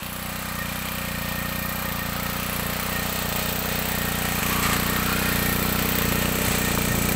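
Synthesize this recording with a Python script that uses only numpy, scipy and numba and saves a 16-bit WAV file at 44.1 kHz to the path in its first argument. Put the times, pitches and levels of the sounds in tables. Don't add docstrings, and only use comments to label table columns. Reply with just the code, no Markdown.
import sys
import numpy as np
from scipy import signal
from scipy.io import wavfile
from scipy.ndimage import uniform_filter1d
from numba import njit

SR = 44100
rng = np.random.default_rng(int(sys.argv[2]) if len(sys.argv) > 2 else 0)


def volts_from_decibels(level):
    exponent = np.asarray(level, float) / 20
    return 10 ** exponent


def file_out(sig):
    cols = np.atleast_2d(sig).T
    lim = np.clip(cols, -1, 1)
    pcm = np.round(lim * 32767).astype(np.int16)
    wavfile.write(sys.argv[1], SR, pcm)


N = 315315
VALVE_MS, BANG_MS, KNOCK_MS, JET_MS = -2.9, 7.18, 16.94, 6.3

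# frequency in Hz, level in dB per Hz.
CASING_SPECTRUM = [(120, -29), (200, -3), (402, -6), (540, -10.5), (824, -7.5), (1850, -9.5), (2220, -11.5),
                   (2390, -8), (6460, -37), (7910, -41.5), (9160, -83), (14500, -19), (16200, -29)]
# time in s, nearness in dB, exhaust turned this way in dB,
# frame shake in dB, silencer drone in dB, fins turned this way in dB.
APPROACH = [(0.0, -35.5, -1.5, -4.5, 6, 0), (0.1, -36.5, -1, -5, -9, -3), (0.3, -34, -3.5, -5, -9, -1.2),
            (1.25, -32, -3, -6, -11, -2), (1.6, -32, -2, -7, -7, -1), (2.2, -32, -2, -5, -9, -3),
            (3.1, -31, -1.5, -4, -3, -1), (3.9, -30, -1, -4.5, -3, -1.5), (4.4, -28.5, -3.5, -5, -8, 0.1),
            (4.7, -27.5, -3, -6, -7.5, -0.2), (5.3, -26.5, -4, -6.5, -7.5, -2.5),
            (5.5, -26.5, -2, -7, -7, -2), (6.01, -26.5, -0.2, -5.5, -8, -2.5),
            (6.07, -25.5, -2.5, -8.5, -6, -0.2), (6.4, -26.5, -4, -7, -5, 1),
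            (6.7, -26.5, -4.5, -6.5, -6.5, 2.1), (7.15, -25.5, -4.5, -10, -3, 2.5)]
# time in s, half length in s, swell in dB.
SCRAPES = [(0.61, .05, -1), (2.73, 0.022, 1), (2.87, 0.036, 0.5), (3.2, 0.038, 1.5), (3.4, 0.046, 1.5),
           (3.73, 0.027, 1.5), (3.9, .05, 1.5), (4.5, 0.055, 1), (4.65, 0.02, 6), (4.73, 0.037, 4.5),
           (5.82, .04, 1), (6.21, .04, 1.5), (6.5, 0.084, 3), (6.91, 0.024, 0), (7.05, .04, 1.5)]


def rms_one(x):
    return x / np.sqrt(np.mean(x ** 2) + 1e-20)


def in_time(rows):
    s, *columns = np.transpose(rows)
    return [np.interp(np.arange(N) / SR, s, c) for c in columns]


def humps(rows):
    t = np.arange(0, N + 100, 100) / SR
    swells = sum(size * np.exp(-((t - s) / half_s) ** 2) for s, half_s, size in rows)
    return np.interp(np.arange(N) / SR, t, swells)


def band(x, low_hz, high_hz):
    return signal.sosfilt(signal.butter(2, [low_hz, min(high_hz, .45 * SR)], "band", fs=SR, output="sos"), x)


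def drift(rate_hz):
    r = np.exp(-80 * np.pi * rate_hz / SR)
    slow = signal.lfilter([1], [1, -2 * r, r * r], rng.standard_normal(N // 40 + 2002))[2000:]
    return np.interp(np.arange(N) / 40, np.arange(len(slow)), rms_one(slow))


def ring(clicks, hz, t60_s):
    r, w = volts_from_decibels(-60 / (t60_s * SR)), 2 * np.pi * hz / SR
    return signal.lfilter([0, np.sin(w)], [1, -2 * r * np.cos(w), r * r], clicks + 1e-18)


def resonance(x, hz, width_hz):
    r = np.exp(-np.pi * width_hz / SR)
    poles = [1, -2 * r * np.cos(2 * np.pi * hz / SR), r * r]
    return signal.lfilter(np.array([1, 0, -1]) * (1 - r * r) / 2, poles, x)


@njit
def sliding(x, hz, width_hz, rate):
    out, r = np.zeros(len(x)), np.exp(-np.pi * width_hz / rate)
    for i in range(2, len(x)):
        drive = (1 - r * r) / 2 * (x[i] - x[i - 2])
        out[i] = drive + 2 * r * np.cos(2 * np.pi * hz[i] / rate) * out[i - 1] - r * r * out[i - 2]
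    return out


def coloured(spectrum, low_hz, high_hz, patchy_db, gate, count=3):
    hz, level_db = np.transpose(spectrum)
    edges = np.geomspace(low_hz, high_hz, round(count * np.log2(high_hz / low_hz)) + 1)
    white, out = rng.standard_normal((2, N)), 0
    for k, (low, high) in enumerate(zip(edges, edges[1:])):
        band_db = np.interp(np.log(low * high) / 2, np.log(hz), level_db)
        out = out + volts_from_decibels(band_db + patchy_db * drift(1.2)) * band(white[k % 2], low, high)
    return rms_one(out * gate)


def clicks_at(s, sizes):
    at, out = np.round(s * SR).astype(int), np.zeros(N)
    out[at[at < N]] = sizes[at < N]
    return out


def stroke(fired, ms, modes, spread_db):
    stage_s = [1.8, 3.6, 4.8]
    strength = volts_from_decibels(spread_db * rng.standard_normal(len(fired)))
    out = 0
    for hz, t60_ms, *heights in modes:
        clicks = clicks_at(fired + ms / 1000, strength * np.interp(fired, stage_s, heights))
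        out = out + ring(clicks, hz, t60_ms / 1000)
    return out


def puffs(fired, ms, decay_ms, spread_db, rise_ms=0.097):
    clicks = clicks_at(fired + ms / 1000, volts_from_decibels(spread_db * rng.standard_normal(len(fired))))
    fall = signal.lfilter([1], [1, -np.exp(-1000 / (decay_ms * SR))], clicks)
    rise = np.exp(-1000 / (rise_ms * SR))
    return signal.lfilter([1 - rise], [1, -rise], fall)


def sag():
    # time in s, sag in firings per s, half length in s.
    bites = [(0.077, 1.11, 0.102), (0.29, 1.48, 0.084), (0.617, 2.58, 0.137), (1.06, 1.72, 0.155),
             (1.219, 2.01, 0.078), (1.386, 1.98, 0.096), (1.616, 1.73, 0.17), (1.933, 2.85, 0.088),
             (2.09, 2.34, 0.076), (2.285, 1.89, 0.152), (2.631, 2.49, 0.129), (2.982, 2.19, 0.095),
             (3.281, 3.12, 0.064), (3.486, 1.89, 0.116), (3.731, 2.16, 0.063), (4.054, 1.98, 0.151),
             (4.334, 1.66, 0.17), (4.671, 2.78, 0.11), (4.858, 1.08, 0.074), (5.073, 1.13, 0.17),
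             (5.36, 2.44, 0.095), (5.529, 1.62, 0.084), (5.75, 1.19, 0.17), (6.075, 2.59, 0.103),
             (6.253, 1.48, 0.069), (6.516, 2.41, 0.063), (6.742, 2.58, 0.1), (6.953, 2.98, 0.068),
             (7.08, 1.6, 0.075)]
    return humps([(s, half_s, lost) for s, lost, half_s in bites])


def firings():
    free_firings_per_s, first_turn, pause_s, pause_turn = 31.6, -.7477, 4.4, .2816
    t = np.arange(N) / SR
    turns = first_turn + np.cumsum(free_firings_per_s - sag()) / SR
    turns = turns - pause_turn * np.clip((t - pause_s) / .012, 0, 1)
    return np.interp(np.arange(int(turns[-1]) + 1), turns, t)


def pressure_pulses(fired):
    # frequency in Hz, t60 in ms, signed height far, midway, near.
    thump_modes = [(199, 45, 3.67, 3.58, 3.73), (57, 94.7, -1.42, -1.45, -1.42), (441, 75, .1, .75, .5),
                   (980, 6.1, -.59, -2.44, -1.6), (683, 7.6, 3.01, 3.34, .74)]
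    bang_modes = [(478, 12.5, .36, -.13, -2.66), (605, 30.8, -.3, -.85, 1.15), (177, 140, -.36, -.35, -.2),
                  (285, 140, .26, .31, .56), (550, 48, -1.4, -1.0, -.25)]
    knock_modes = [(104, 140, -.37, -.43, -.47), (137, 20.8, 2.05, 2.3, 2.33),
                   (274, 63.9, -.61, -.46, -.66)]
    thump = stroke(fired, -1.27, thump_modes, spread_db=.5)
    bang = stroke(fired, BANG_MS, bang_modes, spread_db=.9)
    knock = stroke(fired, KNOCK_MS, knock_modes, spread_db=.9)
    pulses = signal.sosfilt(signal.butter(2, 2500, fs=SR, output="sos"), thump + bang + knock)
    deep = signal.sosfiltfilt(signal.butter(2, 140, fs=SR, output="sos"), pulses)
    load_db = sag() - 1.0
    return volts_from_decibels(in_time(APPROACH)[0]) * (pulses + (volts_from_decibels(load_db) - 1) * deep)


def silencer_drone(fired):
    near_db, _, _, drone_db, _ = in_time(APPROACH)
    swell = 1 + 1.4 * puffs(fired, BANG_MS, decay_ms=5.3, spread_db=3, rise_ms=1.5)
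    return volts_from_decibels(near_db + drone_db - 6.0) * coloured(CASING_SPECTRUM, 253, 709, patchy_db=-0.5, gate=swell)


def exhaust_jet(fired):
    # frequency in Hz, level in dB per Hz.
    jet_spectrum = [(5290, -39), (9000, -13), (10100, -2.5), (12700, 0), (14600, 4), (15100, 0),
                    (15700, -9)]
    # frequency in Hz, width in Hz, level in dB.
    shell_modes = [(10800, 250, -19), (11400, 250, -21), (12300, 250, -11), (13000, 250, -13),
                   (13700, 300, -14), (14500, 350, -8), (15300, 400, -9)]
    near_db, turn_db, *_ = in_time(APPROACH)
    lower_db = -32.5 + 0.33 * near_db + 0.018 * turn_db + 1.1 * humps(SCRAPES)

    blast = puffs(fired, JET_MS, decay_ms=10, spread_db=2.0)
    leak = .25 * puffs(fired, KNOCK_MS + 2.8, decay_ms=3, spread_db=4)
    gas = 0.27 + blast + leak
    jet = coloured(jet_spectrum, 11800, 16400, patchy_db=1.2, gate=gas, count=9)

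    blows = rng.standard_normal(N) * puffs(fired, JET_MS, decay_ms=8.4, spread_db=1.5)
    shell = 0
    for hz, width_hz, db in shell_modes:
        shell = shell + volts_from_decibels(db + 2.5 * drift(1.5)) * rms_one(resonance(blows, hz, width_hz))

    lower = volts_from_decibels(lower_db) * coloured(jet_spectrum, 9370, 12000, patchy_db=3.5, gate=gas + 0.55, count=9)
    front = rng.standard_normal(N) * puffs(fired, JET_MS, decay_ms=0.6, spread_db=1.5, rise_ms=0.05)
    crack = volts_from_decibels(-1.5 + 2.5 * turn_db) * rms_one(band(front, 14000, 16000))
    return volts_from_decibels(near_db + turn_db - 4.5) * (jet + shell + crack) + lower


def casing(fired, shake, grit, housing_db, gears_db, fins_db):
    # frequency in Hz, width in Hz, level in dB.
    panels = [(781, 44, -10.5), (1555, 76, -13), (2084, 44, -15.5), (2950, 98, -16), (3174, 50, -17),
              (3632, 140, -11.5), (4094, 230, -11), (6460, 28, -25)]
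    pattern = grit[:1450] * (1 + 0.53 * shake[round(fired[9] * SR):][:1450])
    cycles = clicks_at(fired, volts_from_decibels(1.5 * rng.standard_normal(len(fired))))
    contacts = signal.fftconvolve(cycles, pattern)[:N]
    parts = (
        (697, 1667, housing_db - 3.0, 0.44),
        (1720, 4740, gears_db + 2.5, 0.74),
        (5630, 8100, fins_db - 4.0, 0.99))
    out = 0
    for low_hz, high_hz, level_db, depth in parts:
        gate = 1 + depth * shake
        body = coloured(CASING_SPECTRUM, low_hz, high_hz, patchy_db=1.1, gate=gate, count=4)
        for hz, width_hz, panel_db in panels:
            if low_hz <= hz < high_hz:
                wander_db = 1.5 * drift(3)
                body = body + volts_from_decibels(panel_db + wander_db) * rms_one(resonance(grit * gate, hz, width_hz))
        body = rms_one(body) + volts_from_decibels(-2.5) * rms_one(band(contacts, low_hz, high_hz))
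        out = out + volts_from_decibels(level_db) * rms_one(body)
    return out


def cooling_fins(shake, hiss, fins_db):
    fins_hz, width_hz = 7950, 970
    fins = resonance(resonance(hiss * (1 + 1.27 * shake), fins_hz, width_hz), fins_hz, width_hz * 2)
    return volts_from_decibels(fins_db - 2.5) * rms_one(fins)


def hollow_parts(fired, shake, grit, hiss, near_db):
    # time in s, housing in Hz, housing open in dB, tank in Hz, tank open in dB, against nearness.
    hollow_curves = [(0.0, 1210, -5.5, 2405, -18), (0.5, 1210, -3, 2400, -5.5), (1.2, 1224, -4, 2420, -4),
                     (1.95, 1225, -1, 2400, -6), (2.2, 1294, -2, 2400, -15), (2.9, 1246, -3.5, 2300, -8),
                     (3.1, 1230, -5.5, 2500, -13), (3.9, 1370, -6.5, 2480, -11), (4.3, 1310, -7, 2440, -7),
                     (4.5, 1110, 0, 2440, -4.5), (4.71, 1200, 0.5, 2400, -12), (4.9, 1234, -3, 2410, -14),
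                     (5.2, 1430, -2, 2490, -4), (5.5, 1320, -7, 2350, -9), (5.95, 1330, -9, 2500, -16),
                     (6.4, 1295, -9, 2410, -9.5), (6.7, 1250, -9.5, 2380, -9), (7.15, 1285, -7.5, 2360, -6)]
    boom_hz, boom_db, tank_hz, tank_db = in_time(hollow_curves)
    boom = sliding(grit * (1 + 0.17 * shake), boom_hz, 320.0, SR)
    thin_wall = sliding(hiss, boom_hz, 45., SR)
    boom = rms_one(boom) + volts_from_decibels(-3.5) * rms_one(thin_wall)

    slap = puffs(fired, BANG_MS + 2.5, decay_ms=1.8, spread_db=1.5, rise_ms=1.2)
    tap = clicks_at(fired + (BANG_MS + 3.2) / 1000, 13 * volts_from_decibels(2.0 * rng.standard_normal(len(fired))))
    struck = hiss[::-1] * (.12 + .3 * slap) + tap
    tank = sliding(sliding(struck, tank_hz, 110., SR), tank_hz, 130., SR)
    return volts_from_decibels(near_db + boom_db - 2.0) * rms_one(boom) + volts_from_decibels(near_db + tank_db - 5.0) * rms_one(tank)


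def guard_plate(hiss, shake_db):
    # time in s, half length in s, level in dB over rest.
    rubs = [(0.61, 0.051, 17), (1.1, 0.2, 9.5), (1.4, 0.13, 12.5), (1.65, 0.12, 12.5), (1.88, .04, 12),
            (2.03, 0.072, 13), (2.27, .06, 11), (2.67, .04, 9), (2.97, 0.089, 14), (3.25, .05, 8),
            (3.48, .03, 6), (3.7, .03, 7), (4.05, 0.13, 10.5), (4.3, .1, 8), (4.45, 0.044, 7),
            (4.68, .05, 8), (4.95, 0.17, 8), (5.3, .06, 9), (5.47, 0.09, 12), (6.05, 0.077, 8),
            (6.21, 0.082, 10.5), (6.5, .06, 0), (6.67, 0.066, 11.5), (6.91, .04, 15), (7.07, .04, 4)]
    guard_hz, width_hz, rest_db = 1842, 30, -13
    guard = resonance(resonance(hiss, guard_hz, width_hz), guard_hz, width_hz * 2)
    guard = guard / np.sqrt(uniform_filter1d(guard ** 2, size=3000) + 1e-9)
    return volts_from_decibels(shake_db + rest_db + humps(rubs) + 1.5) * guard


def rattle(fired):
    near_db, _, frame_db, _, fins_turn_db = in_time(APPROACH)
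    shake_db = near_db + frame_db
    scraped_db = shake_db + humps(SCRAPES)
    housing_db = scraped_db + 1.5 - 0.17 * (near_db - near_db.mean())
    gears_db = scraped_db - 0.26
    fins_db = scraped_db + 1.5 + 0.13 * near_db + fins_turn_db

    shake = puffs(fired, JET_MS, decay_ms=6.0, spread_db=2.5)
    shake = shake + .4 * puffs(fired, KNOCK_MS + 2.8, decay_ms=2.5, spread_db=4.0)
    grit_size = volts_from_decibels(3.2 * np.minimum(rng.exponential(1, N), 4))
    grit = grit_size * (rng.random(N) < 9000 / SR) * rng.choice([-1, 1], N)
    hiss = rng.standard_normal(N)
    out = casing(fired, shake, grit, housing_db, gears_db, fins_db)
    out = out + cooling_fins(shake, hiss, fins_db)
    out = out + hollow_parts(fired, shake, grit, hiss, near_db)
    return out + guard_plate(hiss, shake_db)


def ticks(fired):
    # delay after firing in ms, low edge in Hz, high edge in Hz, level in dB against the shake.
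    contact_bands = [
        (VALVE_MS, 4400, 22000, -16.5),
        (VALVE_MS, 1500, 3900, -18),
        (-1.5, 700, 1500, -10.5),
        (JET_MS, 1200, 3450, -10),
    ]
    near_db, _, frame_db, *_ = in_time(APPROACH)
    hiss, out = rng.standard_normal(N), 0
    for ms, low_hz, high_hz, db in contact_bands:
        contact = hiss * puffs(fired, ms, decay_ms=1.06, spread_db=4.5)
        out = out + volts_from_decibels(db) * rms_one(band(contact, low_hz, high_hz))
    return volts_from_decibels(near_db + frame_db) * out


def whine(fired):
    # multiple of the firing rate, level in dB against nearness, time in s, half length in s.
    crank_tones = [(14, -20, 3.8, .6), (15, -20, 3.7, .8), (18, -19, 2.8, 2.2), (21, -16, 3.25, .4)]
    turns = np.interp(np.arange(N) / SR, fired, np.arange(len(fired)))
    tones = 0
    for multiple, db, s, half_s in crank_tones:
        tones = tones - volts_from_decibels(db) * humps([(s, half_s, 1)]) * np.cos(2 * np.pi * multiple * turns)
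    return volts_from_decibels(in_time(APPROACH)[0]) * tones * (turns > 0)


def tines():
    # time in s, peak in dB.
    thuds = [
        (6.475, -19),
        (6.9, -21),
    ]
    # time in s, peak in dB, frequency in Hz.
    stones = [(0.1287, -32, 10300), (3.8227, -32, 10200), (4.1859, -31, 7450), (4.4633, -33, 7980),
              (4.733, -31, 7940), (4.8978, -36, 4310), (5.6271, -35, 4190), (6.3525, -31, 7950),
              (6.4622, -26, 7940), (6.5819, -34, 7650), (6.75, -33, 8000), (6.917, -30, 7640),
              (7.0204, -26, 7940), (7.1202, -25, 8310)]
    s, peak_db = np.transpose(thuds)
    out = ring(clicks_at(s, volts_from_decibels(peak_db)), hz=115, t60_s=0.12)
    for s, peak_db, hz in stones:
        at = round(s * SR)
        tick = rng.standard_normal(700) * np.exp(-np.arange(700) / (0.0078 * SR))
        out[at:at + 700] += (volts_from_decibels(peak_db + 3.5) * band(tick, hz / 1.4, hz * 1.4))[:N - at]
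    return out


def cavities(fired):
    # time in s, half length in s, frequency in Hz, level in dB against nearness, lag in ms.
    hollows_below = [(3.2, 0.27, 590, -16, 0.81), (4.28, 0.26, 765, -10, 0.1), (3.9, 0.2, 535, -18, 0.7),
                     (6.63, 0.56, 568, -16, 1), (6.13, 0.59, 450, -20, 0.77)]
    sizes, out = volts_from_decibels(1.8 * rng.standard_normal(len(fired))), 0
    for s, half_s, hz, db, lag_ms in hollows_below:
        rung = ring(clicks_at(fired + (BANG_MS + lag_ms) / 1000, sizes), hz, t60_s=0.044)
        out = out + volts_from_decibels(db) * humps([(s, half_s, 1)]) * rms_one(rung)
    return volts_from_decibels(in_time(APPROACH)[0]) * out


def scene():
    # time in s, cancelled frequency in Hz, depth from 0 to 1.
    ground_dip = [(0, 440, 1), (1.5, 386, 0.9), (2.5, 416, 0.17), (3.5, 328, 0.93), (4.3, 320, 0.8),
                  (4.6, 316, 0), (7.15, 290, 0)]
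    fired = firings()
    pulses = pressure_pulses(fired)
    noise = silencer_drone(fired) + exhaust_jet(fired) + rattle(fired) + ticks(fired) + cavities(fired)
    dip_hz, depth = in_time(ground_dip)
    cancelled = np.clip(depth, 0, 1) * sliding(noise, dip_hz, 210.0, SR)
    near = pulses + whine(fired) + tines() + noise - cancelled
    echo = signal.lfilter([.3], [1, -.7], np.roll(near, round(0.061 * SR)))
    return (near + volts_from_decibels(-28) * echo)[None]


def band_limit(x):
    return signal.sosfilt(signal.butter(12, 16810, fs=SR, output="sos"), x)


def record(dry):
    cut = signal.sosfilt(signal.ellip(10, .5, 60, 15720, fs=SR, output="sos"), dry)
    return band_limit(cut)


dry = scene()
out = record(dry)
file_out(out)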